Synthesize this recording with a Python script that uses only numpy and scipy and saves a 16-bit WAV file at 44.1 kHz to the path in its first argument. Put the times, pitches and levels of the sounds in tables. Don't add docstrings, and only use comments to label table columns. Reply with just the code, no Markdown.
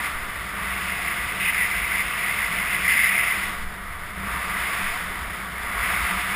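import sys
import numpy as np
from scipy import signal
from scipy.fft import rfft, irfft, next_fast_len
from scipy.io import wavfile
from scipy.ndimage import uniform_filter1d, minimum_filter1d

SR = 44100
rng = np.random.default_rng(int(sys.argv[2]) if len(sys.argv) > 2 else 0)


def volts_from_db(level):
    exponent = np.asarray(level, float) / 20
    return 10 ** exponent


def dump_mix(stems):
    frames = np.atleast_2d(stems).T
    limited = np.clip(frames, -1, 1)
    pcm = np.round(limited * 32767).astype(np.int16)
    wavfile.write(sys.argv[1], SR, pcm)


N = 280035


def level(x, db):
    return x * volts_from_db(db) / np.sqrt(np.mean(x ** 2))


def walk(rate):
    hold = int(SR / rate)
    held = np.repeat(rng.standard_normal(N // 200), hold)[:N]
    slewed = uniform_filter1d(uniform_filter1d(held, hold), hold)
    return level(slewed, 0)


def noise():
    return rng.standard_normal(N)


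def grit(spread_db, rate):
    return noise() * volts_from_db(spread_db * walk(rate))


def colour(x, table):
    size = next_fast_len(N)
    hz, db = np.transpose(table)
    log_hz = np.log(np.arange(size // 2 + 1) * SR / size + 1)
    curve_db = np.interp(log_hz, np.log(hz), db, left=-90, right=-90)
    return irfft(rfft(x, size) * volts_from_db(curve_db), size)[:N]


def ring(x, hz, width_hz):
    b, a = signal.iirpeak(hz, hz / (1.55 * width_hz), fs=SR)
    once = signal.lfilter(b, a, x)
    return level(signal.lfilter(b, a, once), 0)


def steady(x, share):
    envelope = np.abs(signal.hilbert(x, next_fast_len(N))[:N])
    return level(x / (envelope + 0.19) ** share, 0)


def swells(rows, attack_s, release_s):
    rows, t = np.array(rows), np.arange(N) / SR
    age, hold = t - rows[:, :1], np.abs(rows[:, 1:2])
    rise = age / attack_s
    fall = 1 - (age - attack_s - hold) / release_s
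    shape = np.clip(np.minimum(rise, fall), 0, 1)
    return rows[:, 2:].T @ (shape / np.maximum(shape.sum(axis=0), 1))


# [t/s, openness to the road level/dB, airflow over the housing level/dB]
HEAD_TURNS = [(0, 2, -1), (.2, -2.5, -8), (.47, -2.5, -10), (.64, 0, -2), (.9, -1, 0.5), (1.35, -1, -1),
              (2.6, .5, 0.5), (3.45, 0, -0.5), (3.66, -5.5, -16.5), (4.14, -6, -12.5), (4.3, 0.5, -6),
              (4.76, 2, 1), (4.97, 0.5, -2.5), (5.06, -1.5, -8), (5.52, -3, -12.5), (5.68, 0.5, -6.5),
              (5.86, 4, 0), (6.35, 2, 0)]


def head_turns():
    s, road_db, flow_db = np.transpose(HEAD_TURNS)
    t = np.arange(N) / SR
    return np.interp(t, s, road_db), np.interp(t, s, flow_db)


# [f/Hz, level/dB per Hz]
ROAR_SPECTRUM = [(460, -23.5), (780, -14.5), (860, -12), (935, -4.5), (1020, -7), (1120, -2.5), (1290, -2),
                 (1480, -2.5), (1610, -4), (2050, -1.5), (2080, -12.5), (2140, -3), (2260, -9.5),
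                 (2330, -5.5), (2520, -25), (3280, -46), (5540, -120)]
# [start t/s, hold t/s, lift level/dB]
AXLE_SONGS = [
    (.92, 0.24, 5),
    (2.17, .06, 3),
    (3.11, 0.16, 3.5),
    (4.43, .25, 2.5),
    (4.9, .06, 5.5),
    (5.86, 0.056, 4.5),
    (6.05, 0.15, 2.5),
]


def wheels(road_db):
    song_db, = swells(AXLE_SONGS, attack_s=0.015, release_s=0.037)
    roar = level(colour(grit(0.4, 40), ROAR_SPECTRUM), 2.44)
    shell = volts_from_db(-8.5) * ring(grit(0.42, 7.9), hz=1172, width_hz=79)
    axle = steady(ring(noise(), hz=708, width_hz=46.5), 0.28)
    axle_db = -48 + 0.8 * road_db + song_db
    return volts_from_db(-33 + road_db) * (roar + shell) + volts_from_db(axle_db + 0.6) * axle


# [f/Hz, level/dB per Hz]
DECK_BED = [(18, -3), (30, -2), (45, -5), (90, 4.5), (130, 4.5), (170, 7.5), (230, 0), (300, 1), (380, 1),
            (445, 2), (520, -1), (620, 1), (850, -7), (1300, -13)]
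# [start t/s, hold t/s, deck lift level/dB, truck lift level/dB]
ROUGH_PATCHES = [(.15, 0.056, 3, -1), (.36, 0.063, 5.5, -2.5), (.52, 0.23, 2.5, 3.5), (.76, .08, -1, 8),
                 (.89, .05, 2, 3), (1.19, .05, 5, 0.5), (1.33, 0.086, -1, 4.5), (1.75, 0.058, 6, 1),
                 (2.01, 0.046, 4, -1), (2.49, 0.11, -3, 6.5), (2.68, 0.19, -1, 3.5), (2.94, 0.047, -2, 8.5),
                 (3.04, 0.025, 2, -2), (3.11, 0.033, -2, 6), (3.31, 0.29, -1, 3.5), (3.72, .06, 2.5, 3),
                 (3.88, 0.068, 5.5, -16), (4.16, 0.1, 8.5, 8.5), (4.31, 0.035, 9, 3), (4.45, 0.21, 2, 3.5),
                 (4.78, 0.064, 4, 9), (5.16, .14, 6, -1), (5.36, 0.15, 0, 4), (5.56, 0.049, 6, -6),
                 (5.74, 0.083, 9.5, 1), (5.87, .05, 5, 5), (5.96, 0.069, 9.5, -2), (6.1, 0.057, 3.5, 10),
                 (6.28, .05, 2, 7)]


def board(road_db):
    deck_db, truck_db = swells(ROUGH_PATCHES, attack_s=0.015, release_s=0.037)
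    boom = steady(ring(noise(), hz=57.3, width_hz=16.9), 0.3)
    hum = steady(ring(noise(), hz=192.4, width_hz=19.2), 0.56)
    bed = level(colour(grit(0.42, 9), DECK_BED), 4.3)
    boom_db = -44.5 + deck_db
    hum_db = -48 + 0.14 * road_db + truck_db
    rumble_db = -47 + 0.55 * road_db + 0.088 * truck_db
    return volts_from_db(boom_db + 1.5) * boom + volts_from_db(hum_db + 0.5) * hum + volts_from_db(rumble_db) * bed


# [f/Hz, level/dB per Hz]
CAVITY_SPECTRUM = [(1300, -33), (1650, -12), (1850, -12), (1960, -1), (2070, -2.5), (2200, -3.5),
                   (2400, -10), (2700, -30), (3400, -24.5), (4100, -38.5), (4700, -31), (4960, -27),
                   (5400, -29), (6000, -49)]
# [f/Hz, level/dB per Hz]
EDGE_SPECTRUM = [(2250, -20), (2450, 1.5), (2680, 1), (2950, -5.5), (3300, -16.5), (3900, -16)]
# [f/Hz, level/dB per Hz]
HISS_SPECTRUM = [(1760, -47), (3000, -1.5), (3100, 1), (3130, -6.5), (3380, -0.5), (3650, -2), (3950, -9),
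                 (4510, -10.5), (5080, -8), (5600, -13), (5950, -17.5), (7740, -56), (13100, -120)]
# [start t/s, hold t/s, whistle lift level/dB, edge tone lift level/dB]
GUSTS = [(.03, 0.015, 6, 1), (1.04, 0.019, 3, 0), (1.395, 0.097, 7.5, 8.5), (1.53, 0.099, 8.5, 3.5),
         (1.7, .15, 5.5, 2), (1.9, 0.1, 6.5, 1), (2.09, .04, 0.5, 2.5), (2.17, 0.064, 3, 1.5),
         (2.26, 0.037, 6, 1), (2.36, 0.072, 4.5, 0.5), (2.5, 0.26, 2.5, 0.5), (2.69, .11, 5, 4),
         (2.84, 0.0041, 10.5, -4), (2.875, .05, 13, 7), (2.96, .12, 11.5, 5), (3.11, 0.09, 10.5, 7.5),
         (3.23, .07, 7.5, 4), (3.37, .08, 2, 0.5), (4.66, .05, 0.5, -0.5), (4.9, 0.046, 1, -2),
         (5.26, 0.18, 2, 1.5), (3.47, .05, -0.5, 1), (5.44, 0.066, -3, -4)]


def wind(road_db, flow_db):
    gust_db, edge_lift_db = swells(GUSTS, attack_s=0.011, release_s=0.05)
    late_flow_db = np.interp(np.arange(N) - 0.062 * SR, np.arange(N), flow_db)
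    whistle_db = -30.5 + 0.89 * flow_db + gust_db
    edge_db = -36 + flow_db + edge_lift_db
    hiss_db = -40 + 0.39 * late_flow_db + 0.58 * road_db + 0.079 * gust_db
    locked_db = -40.5 + flow_db + 1.35 * gust_db

    flutter = volts_from_db(0.59 * walk(29.59))
    whistle = level(steady(colour(grit(1.0, 7.9), CAVITY_SPECTRUM), 0.086), -0.75)
    edge = level(colour(grit(0.26, 48), EDGE_SPECTRUM), -0.36)
    hiss = level(colour(grit(0.28, 120), HISS_SPECTRUM), 0.36)
    locked = steady(ring(noise(), hz=2055, width_hz=94), 0.26)
    shed = volts_from_db(whistle_db) * whistle + volts_from_db(edge_db) * edge + volts_from_db(hiss_db) * hiss
    return flutter * shed + volts_from_db(locked_db) * locked


# [start t/s, hold t/s, sway lift level/dB]
NODS = [(.12, 0.067, 25.5), (1.52, .01, 4), (2.45, .05, 6), (3.42, .05, 19), (3.56, .04, 28.5),
        (3.8, 0.2, 16), (4.42, .03, 14), (4.81, 0.033, 23), (5.04, 0.048, 20), (5.62, .04, 15),
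        (6.1, .01, 11)]


def nods():
    nod_db, = swells(NODS, attack_s=0.029, release_s=0.22)
    sway = steady(ring(noise(), hz=13.3, width_hz=4.2), 0.59)
    thump = ring(grit(3.8, 18), hz=30, width_hz=11)
    return volts_from_db(-58 + nod_db) * sway + volts_from_db(-55 + 0.55 * nod_db) * thump


def scene():
    road_db, flow_db = head_turns()
    mix = wheels(road_db) + board(road_db) + wind(road_db, flow_db) + nods()
    return mix[None]


def limit(x):
    gain = np.minimum(1, volts_from_db(-8.5) / (np.abs(x) + 1e-9))
    return x * uniform_filter1d(minimum_filter1d(gain, size=300), size=300)


def sample_and_hold(x):
    guard = signal.cheby1(4, .5, 5400, fs=SR, output="sos")
    low = signal.resample_poly(signal.sosfilt(guard, x), 40, 147, axis=1)
    held = np.repeat(np.pad(low, ((0, 0), (0, 2))), 4, axis=1)
    out = signal.resample_poly(held, 147, 160, axis=1)[:, :N]
    top_cut = signal.ellip(14, .2, 90, 15280, fs=SR, output="sos")
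    return signal.sosfilt(top_cut, out)


def band(x, edges_hz):
    sos = signal.butter(6, edges_hz, "bandpass", fs=SR, output="sos")
    return signal.sosfiltfilt(sos, x)


def empty_valley(x):
    whistle_power = uniform_filter1d(band(x, (9300, 11000)) ** 2, size=1024)
    loud = whistle_power > volts_from_db(2 * -41 + 4 * walk(35))
    return x - uniform_filter1d(1. * loud, size=512) * band(x, (11450, 12550))


def roll_off(x):
    return signal.sosfilt(signal.butter(12, 16010, fs=SR, output="sos"), x)


def record(dry):
    mix = empty_valley(sample_and_hold(limit(dry)))
    return roll_off(mix)


dry = scene()
out = record(dry)
dump_mix(out)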